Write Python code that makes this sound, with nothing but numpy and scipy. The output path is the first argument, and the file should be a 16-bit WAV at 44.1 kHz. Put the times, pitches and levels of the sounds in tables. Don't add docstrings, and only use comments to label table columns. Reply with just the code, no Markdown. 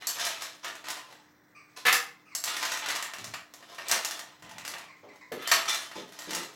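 import sys
import numpy as np
from scipy import signal
from scipy.fft import rfft, irfft, next_fast_len
from scipy.io import wavfile
from scipy.ndimage import uniform_filter1d

SR = 44100
rng = np.random.default_rng(int(sys.argv[2]) if len(sys.argv) > 2 else 0)


def dump_mix(stems):
    frames = np.atleast_2d(stems).T
    limited = np.clip(frames, -1, 1)
    pcm = np.round(limited * 32767).astype(np.int16)
    wavfile.write(sys.argv[1], SR, pcm)


N = 289075
TIME = np.arange(N) / SR


def from_db(db):
    return 10 ** (np.asarray(db) / 20)


def rms_one(x):
    return x / np.sqrt(np.mean(x ** 2) + 1e-20)


def at_hz(points, hz):
    table_hz, values = np.transpose(points)
    return np.interp(np.log(np.maximum(hz, 1)), np.log(table_hz), values)


def add(track, start_s, sound):
    start = round(start_s * SR)
    track[start:start + len(sound)] += sound[:N - start]


def split_filter(x, edges_hz, kind):
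    return signal.sosfilt(signal.butter(3, edges_hz, kind, fs=SR, output="sos"), x)


def drift(per_s):
    steps = rng.standard_normal(1000)
    return np.interp(TIME * per_s, np.arange(len(steps)), steps)


def impulse_of(colour_db, size=4096):
    cepstrum = irfft(np.log(from_db(colour_db(np.fft.rfftfreq(size, 1 / SR)))))
    cepstrum[1:size // 2] *= 2
    cepstrum[size // 2 + 1:] = 0
    return irfft(np.exp(rfft(cepstrum)))


def coloured(x, spectrum):
    return signal.fftconvolve(x, impulse_of(lambda hz: at_hz(spectrum, hz)))[:len(x)]


def resonances(x, modes):
    out = np.zeros(N)
    for hz, width_hz, db in modes:
        r = np.exp(-np.pi * width_hz / SR)
        zeros = [(1 - r * r) / 2, 0, (r * r - 1) / 2]
        poles = [1, -2 * r * np.cos(2 * np.pi * hz / SR), r * r]
        out += from_db(db) * signal.lfilter(zeros, poles, x + 1e-18)
    return out


def chatter(pulse, gaps_s, rebound=0.74):
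    size = next_fast_len(len(pulse), True)
    hz, spectrum = np.fft.rfftfreq(size, 1 / SR), rfft(pulse, size)
    for gap_s in gaps_s:
        delay = np.exp(-2j * np.pi * hz * round(gap_s * SR) / SR)
        spectrum = spectrum * (delay - rebound) / (1 - rebound * delay)
    return irfft(spectrum, size)[:len(pulse)]


# f/Hz, relative density/dB
ROOM_TONE = [(20, -26.5), (60, -12), (130, 2), (300, -1.5), (650, -7), (1300, -6.5), (2000, -3),
             (3000, -36.5), (7000, -31.5), (9000, -53.5), (15000, -18)]
# f/Hz, rms level/dB
HUM = [(193.8, -92), (301.5, -69.5)]
ROOM_TONE_DB = -63.5


def background():
    air = from_db(ROOM_TONE_DB) * rms_one(coloured(rng.standard_normal(N), ROOM_TONE))
    hum = sum(from_db(db) * np.sqrt(2) * np.sin(2 * np.pi * hz * TIME) for hz, db in HUM)
    return air + hum


# f/Hz, t60/s
KITCHEN_T60 = [(100, 0.18), (400, 0.42), (1000, 0.39), (2700, 0.36), (7000, 0.3), (15000, 0.26)]


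def kitchen(first_echo_s=0.0015, echoes_per_s=2500, smooth_db=-4):
    t = TIME[:int(.7 * SR)]
    echoes = rng.standard_normal(len(t)) * (rng.random(len(t)) < echoes_per_s / SR)
    spectrum = rfft(rms_one(echoes) + from_db(smooth_db) * rng.standard_normal(len(t)))
    hz, centres_hz = np.fft.rfftfreq(len(t), 1 / SR), np.geomspace(100, 16000, 16)
    tail = np.zeros(len(t))
    for centre_hz, pick in zip(centres_hz, np.eye(len(centres_hz))):
        share = np.interp(hz, centres_hz, pick)
        decay = from_db(-60 * t / at_hz(KITCHEN_T60, centre_hz))
        band = irfft(spectrum * share, len(t)) * decay * (t > first_echo_s)
        tail += rms_one(band) * np.sqrt(share.mean())
    return rms_one(tail) / np.sqrt(len(t))


def in_kitchen(x, split_hz=2900, slow_per_s=4, fast_per_s=140):
    low, high = split_filter(x, split_hz, "low"), split_filter(x, split_hz, "high")
    spots, out = np.arange(7), np.zeros(N)
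    for here in np.eye(len(spots)):
        slow, fast = (np.sin(np.pi / 2 * np.interp(TIME * rate, spots, here, period=len(spots)))
                      for rate in (slow_per_s, fast_per_s))
        out += signal.fftconvolve(low * slow + high * fast, kitchen())[:N]
    return out


# t/s, relative level/dB, starting f/Hz, length/s
CHIRPS = [(1.548, -54.5, 1228, 0.074), (2.074, -58, 1128, 0.047), (2.253, -59.5, 1285, 0.11),
          (2.316, -52, 1140, 0.029), (4.819, -57, 1265, 0.043), (4.878, -53, 1146, .055),
          (5.084, -55, 1128, 0.036), (5.209, -51.5, 1116, 0.035)]
# multiple of the pitch, relative level/dB
CHIRP_PARTIALS = [(1, -3.5), (2, 2.5), (4, -12), (5, -14), (7, -18)]
CHIRP_FALL_HZ = 172


def bird(waver=0.0614, yard_db=-3, yard_t60_s=0.7):
    out, t = np.zeros(N), TIME[:SR]
    for s, db, first_hz, length_s in CHIRPS:
        progress = np.linspace(0, 1, int(length_s * SR))
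        wobble = rms_one(uniform_filter1d(rng.standard_normal(SR), size=50))[:len(progress)]
        pitch_hz = (first_hz - CHIRP_FALL_HZ * progress) * (1 + waver * wobble)
        phase = 2 * np.pi * np.cumsum(pitch_hz) / SR
        tone = sum(from_db(part_db) * np.sin(k * phase) for k, part_db in CHIRP_PARTIALS)
        envelope = np.sqrt(2) * np.sin(np.pi * np.sqrt(progress))
        add(out, s, from_db(db) * rms_one(tone) * envelope)
    yard = rms_one(rng.standard_normal(SR) * from_db(-60 * t / yard_t60_s)) / np.sqrt(SR)
    return out + from_db(yard_db) * signal.fftconvolve(out, yard)[:N]


# t/s, relative level/dB, centre f/Hz
THUDS = [(5.031, -42, 413), (5.316, -29.5, 350), (5.957, -35.5, 287), (6.273, -37, 286), (6.366, -36, 303)]
# t/s, relative level/dB, decay time constant/s
BUMPS = [(3.185, -52.5, 0.1), (3.245, -55, 0.084), (4.421, -54, 0.11), (4.521, -57, 0.19)]
THUD_DECAY_S, REBOUND_S, REBOUND_LOSS_DB = 0.026, 0.048, 9
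BUMP_HZ = 149


def thuds(spread=1.66, attack_s=0.0011):
    out, t = np.zeros(N), TIME[:SR // 2]
    hits = [(s + k * REBOUND_S, db - k * REBOUND_LOSS_DB, hz, THUD_DECAY_S)
            for s, db, hz in THUDS for k in range(2)]
    hits += [(s, db, BUMP_HZ, decay_s) for s, db, decay_s in BUMPS]
    for s, db, hz, decay_s in hits:
        band = signal.butter(2, [hz / spread, hz * spread], "band", fs=SR, output="sos")
        rumble = rms_one(signal.sosfilt(band, rng.standard_normal(len(t))))
        envelope = (1 - np.exp(-t / attack_s)) * np.exp(-t / decay_s)
        add(out, s, from_db(db) * rumble * envelope)
    return out


# strength/dB, bass gain/dB
KNOCK_BASS = [(-9, 1), (0, -7), (40.5, -11)]
# f/Hz, gain/dB
KNOCK_COLOUR = [(25, -36), (60, -28), (150, -11), (300, -7), (650, -6.5), (1200, -2.5), (3000, -5.5),
                (5500, -2), (7600, -4.5), (8800, -10), (12000, -11), (15500, -16.5)]


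def knocks(rows, gap_s, bass_hz=480, mid_low_hz=1200, mid_high_hz=2600, treble_hz=6000):
    out = np.zeros(N)
    for (s, db, treble_db), draws in zip(rows, rng.random((len(rows), 16))):
        gaps_s = (.2 + .8 * draws[:4]) * gap_s
        cube_hz = 1500 * 10 ** draws[4:, None]
        bass_db = np.interp(db, *np.transpose(KNOCK_BASS))
        tilt = [(bass_hz, bass_db), (mid_low_hz, 0), (mid_high_hz, 0), (treble_hz, treble_db)]

        def colour_db(hz):
            modes = np.max(1 / (1 + ((hz / cube_hz - 1) * 35) ** 2), axis=0)
            return at_hz(tilt, hz) + 5 * modes - 2 * hz / (hz + 1500)

        softness = from_db(-np.clip(treble_db, -12, 4) / 2)
        add(out, s, from_db(db) * chatter(impulse_of(colour_db), gaps_s * softness))
    return coloured(out, KNOCK_COLOUR)


# t/s, relative strength/dB, treble/dB
JUG_KNOCKS = [(1.772, -35, -12), (1.8528, 22, -16), (1.8652, 23.5, -11), (1.88, 25, -17),
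              (1.8925, 14.5, -19), (1.9267, 20, -2), (1.937, 15.5, -26), (5.32, 3.5, -8.5),
              (5.422, 3, -11.5)]
# f/Hz, width/Hz, gain over the plain knock/dB
JUG_MODES = [(486.6, 13, 17.5), (778, 44, 9), (1270, 120, 1.5), (1384, 7.3, 3), (1740, 24, 12.5),
             (1786, 21, 9), (1980, 150, 3), (2120, 33, 3), (2310, 12, 1), (2570, 27, 4), (2690, 56, 3.5),
             (3460, 900, -5.5), (12900, 4300, 5)]


def jug(knock_db=-5.0, ring_db=0.0):
    blows = from_db(knock_db) * knocks(JUG_KNOCKS, gap_s=0.00095)
    return blows + from_db(ring_db) * resonances(blows, JUG_MODES)


# start t/s, length/s, relative level/dB, swell over the stroke/dB, treble/dB
STROKES = [(0.0, 0.17, -34, 5, 1), (0.192, 0.26, -29, -8.5, 3), (0.627, 0.14, -34.5, -11.5, -5),
           (0.846, 0.048, -30.5, -0.5, 1), (0.98, 0.25, -51.5, -5, 2.5), (1.761, 0.016, -36, -4, 4.5),
           (2.455, 0.28, -26.5, 0, 3.5), (2.816, 0.23, -27, -10.5, -8.5), (3.158, 0.16, -40.5, -9, 1.5),
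           (3.49, 0.4, -47, 27, 2), (3.791, 0.14, -39.5, 26.5, -2), (4.062, 0.26, -43.5, -9.5, -1.5),
           (4.424, 0.37, -42, 6.5, -7), (5.03, 0.083, -50, 6, -1), (5.37, 0.15, -30, 17.5, -5.5),
           (5.675, 0.058, -21.5, -6.5, 7), (5.947, 0.068, -36, -9, 1), (6.113, 0.26, -35.5, 19.5, 2.5)]
# stroke level/dB, bass gain/dB
STROKE_BASS = [(-70, 20), (-36, 4), (-26, -1)]
STROKE_ATTACK_S, STROKE_RELEASE_S = 0.0084, 0.056
IDLE_DB, IDLE_BASS_DB, IDLE_TREBLE_DB = -71.5, 1, 12


def stroke_pressure():
    out, t = np.zeros((3, N)), TIME[:SR]
    for s, length_s, db, swell_db, treble_db in STROKES:
        level_db = db + swell_db * (np.minimum(t / length_s, 1) - .5)
        release = np.exp(-np.maximum(t - length_s, 0) / STROKE_RELEASE_S)
        gate = np.minimum(t / STROKE_ATTACK_S, 1) * release
        bass_db = np.interp(db, *np.transpose(STROKE_BASS))
        for band, tilt_db in zip(out, (bass_db, 0, treble_db)):
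            add(band, s, gate * from_db(level_db + tilt_db))
    idle_db = IDLE_DB + np.array([[IDLE_BASS_DB], [0], [IDLE_TREBLE_DB]])
    return np.hypot(out, from_db(idle_db))


def slips(per_s, spread_db):
    ticks = np.zeros(N)
    at = np.flatnonzero(rng.random(N) < per_s / SR)
    size_db = spread_db * np.minimum(rng.exponential(1, N)[at], 3)
    ticks[at] = from_db(size_db) * rng.choice([-1, 1], N)[at]
    return ticks


def cubes(per_s=170, shift_db=4, shifts_per_s=22):
    pitches_hz = np.geomspace(900, 9000, 16) * rng.uniform(.94, 1.06, 16)
    out = np.zeros(N)
    for hz in pitches_hz:
        rubs = slips(per_s, 3) * from_db(shift_db * drift(shifts_per_s))
        out += resonances(rubs, [(hz, hz / 28, 0)])
    return rms_one(out)


# f/Hz, gain/dB
GRIND_COLOUR = [(20, -62.5), (60, -18.5), (150, -22.5), (300, -6), (650, -3.5), (1200, 1.5), (2200, 0.5),
                (3600, -0.5), (5500, -7), (7600, -12), (8800, -17.5), (12000, -14), (15500, -28.5)]
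JERK_DB, JERKS_PER_S = 3, 35


def grinding(slips_per_s=320, spread_db=7.0, hiss_db=-10, cubes_db=-1.0, bass_hz=850, treble_hz=4000):
    crunch = rms_one(chatter(slips(slips_per_s, spread_db), rng.uniform(.0001, .0006, 3)))
    ringing = from_db(cubes_db) * cubes()
    hiss = from_db(hiss_db) * rng.standard_normal(N)
    friction = rms_one(crunch + ringing + hiss)
    jerks = rms_one(from_db(JERK_DB * drift(JERKS_PER_S)))
    bands = [(bass_hz, "low"), ([bass_hz, treble_hz], "band"), (treble_hz, "high")]
    out = np.zeros(N)
    for (edges_hz, kind), pressure in zip(bands, stroke_pressure()):
        out += jerks * pressure * split_filter(friction, edges_hz, kind)
    return coloured(out, GRIND_COLOUR)


TUMBLE_DB, TUMBLE_SPREAD_DB = 31.5, -1


def tumbles(treble_db=-2, count=64):
    draws, pressure = rng.random((count, 2)), stroke_pressure()[1]
    at = (draws[:, 0] * N).astype(int)
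    pressure_db = 20 * np.log10(pressure[at] + 1e-9)
    db = pressure_db + TUMBLE_DB + TUMBLE_SPREAD_DB * (2 * draws[:, 1] - 1)
    return [(s, strength_db, treble_db) for s, strength_db in zip(at / SR, db)]


# t/s, relative strength/dB, treble/dB
BOWL_KNOCKS = [(0.0224, -4, -21), (0.1985, 1, 0.5), (0.251, -7, 14), (0.421, 2, -0.5), (0.645, 4, -6.5),
               (0.68, -0.5, -9), (0.8416, -3.5, -11), (0.893, -8, -6), (0.9029, 1.5, 2.5), (0.968, -2, -10),
               (1.1259, -10, -9), (2.478, 6.5, -4), (2.6275, 9.5, -6.5), (2.7732, 3, -3), (2.86, 4.5, -5.5),
               (2.9605, 5, -2), (3.025, 5, -1), (3.1359, 3, -7.5), (3.2426, -3, 1.5), (3.338, 6, -9.5),
               (3.538, -11.5, 2.5), (3.6263, -11.5, -8.5), (3.6976, -15.5, -4.5), (3.783, 2.5, -13),
               (3.9136, 8.5, 9), (3.921, 15.5, -12), (4.0483, 5, 4.5), (4.11, 0, 4), (4.1925, -0.5, -1.5),
               (4.4234, -9.5, -6), (4.5826, -2.5, -4.5), (4.6504, 0.5, -3), (4.6784, -1.5, 4),
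               (4.738, 1.5, -10.5), (5.6561, 2.5, -8.5), (5.6951, 5, 0.5), (5.914, -2, -12),
               (6.3074, 3, -2.5), (6.3491, 3, 4.5)]
# f/Hz, width/Hz, relative gain/dB
BOWL_MODES = [(666, 30, 14), (712, 86, 2), (948, 20, -1.5), (1145, 87, 3), (1227, 18, -12.5),
              (1461, 45, -1), (1840, 67, 6), (1940, 19, -7.5), (2700, 16, 1), (2777, 41, 1.5)]


def bowl(knock_db=-0.5, grind_db=-4.0, rub_db=-15):
    blows = from_db(knock_db) * knocks(BOWL_KNOCKS + tumbles(), gap_s=.0006)
    rubbing = from_db(grind_db) * grinding()
    return blows + rubbing + resonances(blows + from_db(rub_db) * rubbing, BOWL_MODES)


# t/s, relative strength/dB, treble/dB
SPOON_CLINKS = [(0.07, -3, 14.5), (2.3502, -2.5, 11), (2.439, 2.5, 6), (3.8842, -11.5, 18),
                (5.4746, 3.5, 2.5), (5.5153, 21, -4.5), (5.556, -15, -9), (6.1894, -6, 1)]
# f/Hz, width/Hz, gain over the plain knock/dB
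SPOON_MODES = [(4250, 23, -19), (4500, 39, 10.5), (5190, 48, -1), (6300, 28, -29.5), (7460, 18, -8),
               (7620, 25, 13), (11700, 33, 11), (11500, 20, 6), (12900, 29, 17.5)]


def spoon(knock_db=0.0, bowl_db=1.5):
    blows = from_db(knock_db) * knocks(SPOON_CLINKS, gap_s=.0008)
    return blows + resonances(blows, SPOON_MODES) + from_db(bowl_db) * resonances(blows, BOWL_MODES)


def scene(direct_db=-5.0, room_db=-1.95, bird_direct_db=-4, bird_room_db=-1.5):
    counter, outside = bowl() + spoon() + jug() + thuds(), bird()
    direct = from_db(direct_db) * counter + from_db(bird_direct_db) * outside
    reverberant = in_kitchen(from_db(room_db) * counter + from_db(bird_room_db) * outside)
    return (direct + reverberant + background())[None]


CUTOFF_HZ = 16200


def record(dry):
    return signal.sosfilt(signal.ellip(10, .3, 70, CUTOFF_HZ, fs=SR, output="sos"), dry)


dry = scene()
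out = record(dry)
dump_mix(out)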